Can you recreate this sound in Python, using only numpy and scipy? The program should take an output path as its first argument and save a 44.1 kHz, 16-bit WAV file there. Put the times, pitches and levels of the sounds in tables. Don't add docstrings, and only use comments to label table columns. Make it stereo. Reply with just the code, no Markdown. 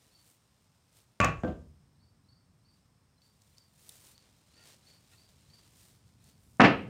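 import sys
import numpy as np
from scipy import signal
from scipy.fft import rfft, irfft, next_fast_len
from scipy.io import wavfile
from scipy.ndimage import uniform_filter1d, minimum_filter1d

SR = 44100
rng = np.random.default_rng(int(sys.argv[2]) if len(sys.argv) > 2 else 0)


def materialize(psi):
    bounded = np.clip(np.atleast_2d(psi).T, -1, 1)
    quanta = np.round(bounded * 32767).astype(np.int16)
    wavfile.write(sys.argv[1], SR, quanta)


N = 303849

# (f/Hz, weight/dB)
AIR_COLOUR = [(30, -11), (250, -0.5), (500, 10.5), (1050, 11), (1600, 6.5), (3200, 1), (5200, 1),
              (6800, -2.5), (8600, -5.5), (9500, -7), (12000, -6.5), (15500, -12)]
RUMBLE_COLOUR = [(30, -21.5), (48, -8), (70, -4.5), (100, 0), (135, -1.5), (210, -7), (300, -15),
                 (500, -26.5), (1500, -58)]
# (t/s, level/dB)
RUMBLE_LEVEL = [(.9, -71), (1.9, -64.5), (3.2, -69.5), (5.3, -67), (6.89, -61)]
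# (centre f/Hz, width/Hz, level/dB)
INSECTS = [(5200, 600, -85.5), (8096, 200, -91.5), (8300, 310, -100), (8660, 300, -89)]
# (f/Hz, level/dB)
SQUEAKS = [(4.552, 0.12, -72.5), (5.117, 0.039, -72)]
SQUEAK_TONES = [(1390, 1.5), (1840, 4.5), (2380, -8), (2630, 5)]
# (t/s of the flick, level/dB before random variation, base pitch f/Hz)
CHIRPS = [(0.157, -63, 4400), (2.039, -68.5, 4430), (2.331, -63, 4470), (2.694, -64, 4510),
          (3.263, -63, 4550), (3.61, -60.5, 4565), (4.193, -63.5, 4510), (4.585, -56, 4500),
          (4.913, -57.5, 4480), (5.218, -57.5, 4550), (5.543, -58, 4520), (6.29, -65, 4406)]
# (f/Hz, weight/dB)
CLOTH_COLOUR = [(100, -21), (300, 4), (700, 2), (1400, -2), (2300, 1), (4000, 2.5), (6500, -1),
                (9500, -0.5), (11500, -13), (14000, -3), (16000, -16)]
# (t/s, level/dB)
RUB_LEVEL = [(0, -74.5), (1.1, -76.5), (2.3, -87), (3.1, -82.5), (4.4, -70.5), (5.6, -69), (6.2, -74)]
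# (middle t/s, length/s, level/dB, treble against the rest/dB)
STROKES = [(0.073, 0.51, -69.5, 2.5), (0.28, 0.15, -65.5, 11), (0.981, 0.1, -65, 6),
           (2.765, 0.17, -77.5, 2), (3.262, 0.086, -72, 5), (3.517, 0.32, -70, 4.5),
           (3.935, 0.27, -58.5, 8), (4.085, 0.097, -59, 7), (4.24, 0.11, -70.5, -8),
           (4.583, 0.097, -68.5, -10), (4.69, 0.11, -58, -1), (4.905, 0.14, -65, -1.5),
           (5.157, 0.15, -66.5, 2), (5.298, 0.033, -65.5, 1), (5.61, 0.15, -67, 0), (5.825, 0.21, -62, 6.5),
           (6.279, 0.087, -64, 4.5), (6.506, 0.25, -73.5, 16)]
# (t/s, level/dB, f/Hz, time to fade by 60 dB/s, left minus right/dB at the source)
TICKS = [(1.246, -29, 6400, 0.012, 23), (3.2182, -57, 4350, 0.016, 8), (3.4187, -53, 5800, 0.018, 5.5),
         (3.5825, -42.5, 4950, 0.0065, 4.5), (3.892, -37, 8700, 0.012, 13.5),
         (3.8943, -38, 3730, 0.0082, 5), (4.179, -42, 4350, 0.0048, -4), (6.242, -54, 8000, 0.0076, 11),
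         (6.5702, -52, 6940, .008, 3)]
# (t/s, level/dB, f/Hz)
FLEX = [(1.22, -27, 88.3), (1.373, -33, 73)]
# (t/s, relative force/dB, f/Hz above which the contact is too soft to excite)
CLACK_CONTACTS = [(1.2012, 4, 6860), (1.2035, -4.5, 2892), (1.2385, -1.5, 1400)]
THUD_CONTACTS = [(1.4345, 2, 2240), (1.4470, -3.5, 2320), (1.478, -10.5, 2860)]
BANG_CONTACTS = [(6.5968, 2.2, 1770), (6.6050, 5.6, 6000)]
# (f/Hz, weight/dB)
CLACK_COLOUR = [(25, -24), (55, 3.5), (90, 5.5), (190, 8.5), (400, -3.5), (680, 4), (900, -4), (1500, 0),
                (2800, -4), (3200, -15.5), (5200, -22), (7000, -19.5), (11000, -44.5), (15500, -40.5)]
THUD_COLOUR = [(25, -28.5), (60, -1), (170, -0.5), (320, -1.5), (420, -7), (680, -3.5), (900, -18),
               (1500, -19.5), (2100, -31), (3200, -32.5), (4200, -42), (7000, -45), (12000, -62)]
BANG_COLOUR = [(25, -20), (60, -11), (88, 2), (160, 2), (235, 11), (400, -0.5), (750, 1.5), (1500, -0.5),
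               (2750, -5), (3400, -15.5), (5200, -23), (7200, -37), (10000, -51.5), (15500, -57)]
# (f/Hz, relative level/dB, time to fade by 60 dB/s)
CLACK_MODES = [(107, -4.5, 0.47), (500.8, -12, .28), (588, -9.5, 0.24), (661, -11, .32), (915, -14.5, 0.23),
               (1062, -5.5, 0.19), (1120, 3.5, 0.34), (1172, 0, 0.23), (1421, -9.5, 0.17), (1773, -6, 0.28),
               (2070, -14.5, 0.18), (2415, -4, .31), (2570, -4.5, 0.21), (2630, -2, 0.3)]
THUD_MODES = [(80, -8.5, 1), (190.3, 0, 0.34), (248.6, -3, 0.41), (326.8, 2, .24), (503.7, 0.5, 0.27),
              (663.4, -8.5, 0.1), (1186, -12.5, 0.35), (1563, -7, 0.29)]
BANG_MODES = [(86.7, -14, 0.82), (212, 5, 0.48), (322.4, 0.5, 0.46), (406.5, -5.5, 0.64), (452, -1, 0.52),
              (503, -2, 0.56), (697, 9, 0.3), (760, 2.5, .33), (957, -2.5, 0.34), (1038, 0, 0.2),
              (1270, 3.5, .42), (1532, 5, 0.15), (1767, 9, .3), (2670, 3.5, 0.36)]
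# (f/Hz, time to fade by 60 dB/s)
BARN_FADE = [(50, 1.0), (100, .8), (170, 0.38), (300, .47), (700, 0.44), (1500, .39), (3000, 0.43),
             (6000, 0.31), (14000, 0.19)]
# (f/Hz, left ahead by/radians)
ECHO_LIKENESS = [(100, 1), (280, 0.79), (650, 1), (1200, 0.22), (2200, 0.13), (6000, 0.09)]
ECHO_LEAD = [(280, 0.05), (650, 0.27), (1200, 1.7), (2500, 0.22)]
# (t/s after the blow, spread/s, level/dB)
REFLECTIONS = [(0.0108, 0.0027, -1), (.045, .011, -2)]
# (f/Hz, left minus right/dB)
PORT_LEAD = [(80, 0.68), (250, 0.38), (650, 1.07), (1200, 0), (2500, 1.76), (8000, 1.65)]
PORT_BALANCE = [(40, 4), (110, 4.5), (230, 1.9), (600, 2), (1200, 6.1), (2500, 4), (7000, 8.4),
                (14000, 3.3)]

TIME = np.arange(N) / SR
SIZE = 45000
AGE = np.arange(SIZE) / SR
HZ = np.fft.rfftfreq(SIZE, 1 / SR)

THIN_DB, FULL_DB, BUILD_S = -16, 0, 0.051
SWIRL = .35
LEAD_S, LEAD_LENGTH_S, LEAD_PITCH, LEAD_DB = .08, 0.0082, .9, -6
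WHISTLE_S, SCOOP, SCOOP_S, WHISTLE_DB, WHISTLE_FADE_DB_PER_S = .047, 0.082, .004, 0.5, 336
FLICK_LENGTH_S, FLICK_RISE, FLICK_FALL_PER_S = 0.014, 0.048, 11


def amp(db):
    return 10 ** (np.asarray(db) / 20)


def unit(x):
    return x / np.sqrt(np.mean(x ** 2) + 1e-30)


def read(points, hz):
    f, value = np.transpose(points)
    return np.interp(np.log(hz + 1), np.log(f), value)


def split(db):
    return amp(np.array([[.5], [-.5]]) * db)


def add(mix, s, sound):
    part = mix[..., max(round(s * SR), 0):][..., :sound.shape[-1]]
    part += sound[..., :part.shape[-1]]


def drift(size, count):
    return unit(uniform_filter1d(rng.standard_normal(size), count))


def swell(t, length):
    return np.exp(-3 * (t / length) ** 2)


def causal(gain):
    log_gain = np.log(np.maximum(gain, 1e-6))
    circle = np.r_[log_gain, log_gain[-2:0:-1]]
    return np.exp(np.conj(signal.hilbert(circle)))[:len(gain)]


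def diffuse(size):
    hz = np.fft.rfftfreq(size, 1 / SR)
    left, other = rfft(rng.standard_normal((2, size)))
    same = np.clip(read(ECHO_LIKENESS, hz), 0, 1)
    right = same * left + np.sqrt(1 - same ** 2) * other
    return irfft([left, right * np.exp(-1j * read(ECHO_LEAD, hz))], size)


def wash(colour):
    size = next_fast_len(N, True)
    gain = amp(read(colour, np.fft.rfftfreq(size, 1 / SR)))
    return unit(irfft(rfft(diffuse(size)) * gain, size)[:, :N])


def echo_strength():
    strength = amp(THIN_DB + (FULL_DB - THIN_DB) * np.minimum(AGE / BUILD_S, 1))
    for s, spread, db in REFLECTIONS:
        strength = strength + amp(db) * np.exp(-((AGE - s) / spread) ** 2)
    return strength


def barn(wet_db, linger):
    hz, t, bands = signal.stft(diffuse(SIZE), SR, nperseg=256)
    fade_time = linger * read(BARN_FADE, hz)[:, None]
    tail = signal.istft(bands * amp(-60 * t / fade_time), SR, nperseg=256)[1][:, :SIZE]
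    tail *= echo_strength()
    paths = 1 + amp(wet_db) * rfft(tail) / np.linalg.norm(tail[0])
    power = uniform_filter1d((abs(paths) ** 2).mean(0), size=55)
    return paths * causal(power ** -.5)


def background(air_db=-75):
    air = amp(air_db) * wash(AIR_COLOUR)
    rumble_level = amp(np.interp(TIME, *np.transpose(RUMBLE_LEVEL)))
    return air + rumble_level * wash(RUMBLE_COLOUR)


def insects():
    size = next_fast_len(N, True)
    hz = np.fft.rfftfreq(size, 1 / SR)
    bands = 0
    for centre, width, db in INSECTS:
        bands = bands + amp(db) * unit(np.exp(-2 * ((hz - centre) / width) ** 2))
    return irfft(rfft(diffuse(size)) * bands, size)[:, :N]


def squeaks(waver=0.029):
    out = np.zeros((2, N))
    for s, length, db in SQUEAKS:
        t = AGE[AGE < length]
        clock = np.cumsum(1 + waver * drift(SIZE, count=150))[:len(t)] / SR
        tones = sum(amp(part_db) * np.sin(2 * np.pi * hz * clock) for hz, part_db in SQUEAK_TONES)
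        add(out, s, amp(db) * np.sin(np.pi * t / length) * tones)
    return out


def bird(wet_db=-4, linger=1.1, waver=0.009, vary_db=3.5):
    out = np.zeros(N)
    t = np.arange(-.12, .05, 1 / SR)
    after = np.maximum(t, 0)
    held = np.maximum(t + WHISTLE_S, 0)
    lead = amp(LEAD_DB) * swell(t + LEAD_S, LEAD_LENGTH_S)
    flick = swell(t, FLICK_LENGTH_S)
    scoop = np.exp(-held / SCOOP_S)
    whistle_level = amp(WHISTLE_DB - WHISTLE_FADE_DB_PER_S * held)
    whistle = (1 - scoop) * whistle_level * swell(after, FLICK_LENGTH_S)
    bend = swell(t, 1.2 * FLICK_LENGTH_S) * (FLICK_RISE - FLICK_FALL_PER_S * after)
    pitch = np.where(held > 0, 1 - SCOOP * scoop + bend, LEAD_PITCH)
    loudness = lead + whistle + flick
    for s, db, hz in CHIRPS:
        turns = np.cumsum(hz * pitch * (1 + waver * drift(len(t), count=90))) / SR
        level = amp(db + vary_db * drift(len(t), count=800))
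        add(out, s + t[0], loudness * level * np.sin(2 * np.pi * turns))
    return signal.oaconvolve(out[None], irfft(barn(wet_db, linger)), axes=1)[:, :N]


def cloth(grain_db=2.0, uneven_db=-0.5, pan_db=3, crisp_hz=8000):
    clumps_db = grain_db * drift(N, count=130) + uneven_db * drift(N, count=1500)
    rub = unit(wash(CLOTH_COLOUR) * amp(clumps_db))
    fizz = signal.filtfilt(*signal.butter(2, crisp_hz, "high", fs=SR), rub)
    body_power = fizz_power = amp(np.interp(TIME, *np.transpose(RUB_LEVEL))) ** 2
    for s, length, db, treble_db in STROKES:
        motion = swell(TIME - s, length)
        body_power = body_power + (motion * amp(db - treble_db / 2)) ** 2
        fizz_power = fizz_power + (motion * amp(db + treble_db / 2)) ** 2
    rustle = fizz * np.sqrt(fizz_power) + (rub - fizz) * np.sqrt(body_power)
    return rustle * split(pan_db)


def ticks(octaves=0.44, echo_db=-17):
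    out = np.zeros((2, N))
    for s, db, hz, t60, pan_db in TICKS:
        burst = rng.standard_normal((2, SIZE)) * amp(-60 * AGE / t60)
        resonance = causal(1 / (1 + (np.log2((HZ + 1) / hz) / octaves) ** 2))
        snap = irfft(rfft(burst) * resonance)
        add(out, s, amp(db) * split(pan_db) * snap / abs(snap).max())
    return signal.oaconvolve(out, irfft(barn(echo_db, linger=0.74)), axes=1)[:, :N]


def rattle(start=1.343, rise=0.063, level_db=-70, hz=6800, width_hz=900, grain_db=4):
    size = next_fast_len(N, True)
    band = 1 / (1 + ((np.fft.rfftfreq(size, 1 / SR) - hz) / width_hz) ** 2)
    rough = diffuse(size) * amp(grain_db * drift(size, count=200))
    grains = irfft(rfft(rough) * band, size)[:, :N]
    age = np.maximum(TIME - start, 0) / rise
    return amp(level_db) * unit(grains) * age * np.exp(1 - age)


def wall_flex(rise_s=0.0037):
    out = np.zeros((2, N))
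    swing = AGE / rise_s * np.exp(1 - AGE / rise_s)
    for s, db, hz in FLEX:
        add(out, s, amp(db) * swing * np.sin(2 * np.pi * hz * AGE))
    return out


def contact(s, db, hz, scatter):
    delay = s + scatter * (1 + np.tanh(drift(len(HZ), count=350)))
    softness = causal((1 + (HZ / hz) ** 8) ** -.5)
    return amp(db) * softness * np.exp(-2j * np.pi * np.cumsum(delay) * HZ[1])


def ringing(modes, hold, attack=.0015):
    ring = np.zeros((2, SIZE))
    echoes = SWIRL * (1 - np.exp(-AGE / hold))
    for hz, db, t60 in modes:
        apart = read(ECHO_LEAD, hz) * np.array([[.5], [-.5]])
        fade_db = -60 * np.maximum(AGE - hold, 0) / t60
        size = amp(db + fade_db) * np.exp(echoes * drift(SIZE, count=900) - echoes ** 2)
        blur = max(.5, (hz / 3000) ** 2)
        phase = 2 * np.pi * hz * (AGE - attack) + blur * echoes * drift(SIZE, count=900)
        ring += size * np.sin(phase + apart + rng.uniform(-2, 2))
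    return ring * (1 - np.exp(-AGE / attack))


def knock(contacts, colour, modes, body_db, ring_db, hold, scatter, wet_db, linger, bass_pan_db):
    start = contacts[0][0]
    force = sum(contact(s - start, db, hz, scatter) for s, db, hz in contacts)
    energy = uniform_filter1d(abs(force) ** 2, size=100)
    blow = force * causal((energy + .02 * energy.mean()) ** -.5)
    wood = causal(amp(body_db + read(colour, HZ)))
    body = irfft(blow * wood * barn(wet_db, linger))
    lean = split(bass_pan_db / (1 + (HZ / 600) ** 2))
    sound = irfft(lean * rfft(body + amp(ring_db) * ringing(modes, hold)))
    edges = np.interp(AGE, [0, .001, .5, AGE[-1]], [0, 1, 1, 0])
    out = np.zeros((2, N))
    add(out, start, sound * np.sin(np.pi / 2 * edges) ** 2)
    return out


def scene():
    clack = knock(CLACK_CONTACTS, CLACK_COLOUR, CLACK_MODES, body_db=20.0, ring_db=-26.0, hold=0.04,
                  scatter=0.0021, wet_db=-1, linger=0.78, bass_pan_db=-3.5)
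    thud = knock(THUD_CONTACTS, THUD_COLOUR, THUD_MODES, body_db=20.5, ring_db=-35, hold=.025,
                 scatter=0.0018, wet_db=-2, linger=0.76, bass_pan_db=-3)
    bang = knock(BANG_CONTACTS, BANG_COLOUR, BANG_MODES, body_db=31.0, ring_db=-30.5, hold=0.045,
                 scatter=0.002096, wet_db=1.5, linger=0.85, bass_pan_db=-5.0)
    blows = clack + thud + bang + wall_flex() + rattle()
    return blows + bird() + insects() + squeaks() + ticks() + cloth() + background()


def record(dry):
    size = next_fast_len(N + SIZE, True)
    hz = np.fft.rfftfreq(size, 1 / SR)
    half = amp(read(PORT_BALANCE, hz) / 2) * np.exp(.5j * read(PORT_LEAD, hz))
    heard = irfft(rfft(dry, size) * np.array([half, 1 / half]), size)[:, :N]
    heard = signal.sosfilt(signal.butter(6, 38, "high", fs=SR, output="sos"), heard)
    headroom = minimum_filter1d(1 / np.maximum(abs(heard).max(0), 1), size=161)
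    heard = heard * uniform_filter1d(headroom, size=161)
    treble_limit = signal.firwin(511, 15950, window=("kaiser", 9), fs=SR)
    return signal.oaconvolve(heard, treble_limit[None], "same")


dry = scene()
out = record(dry)
materialize(out)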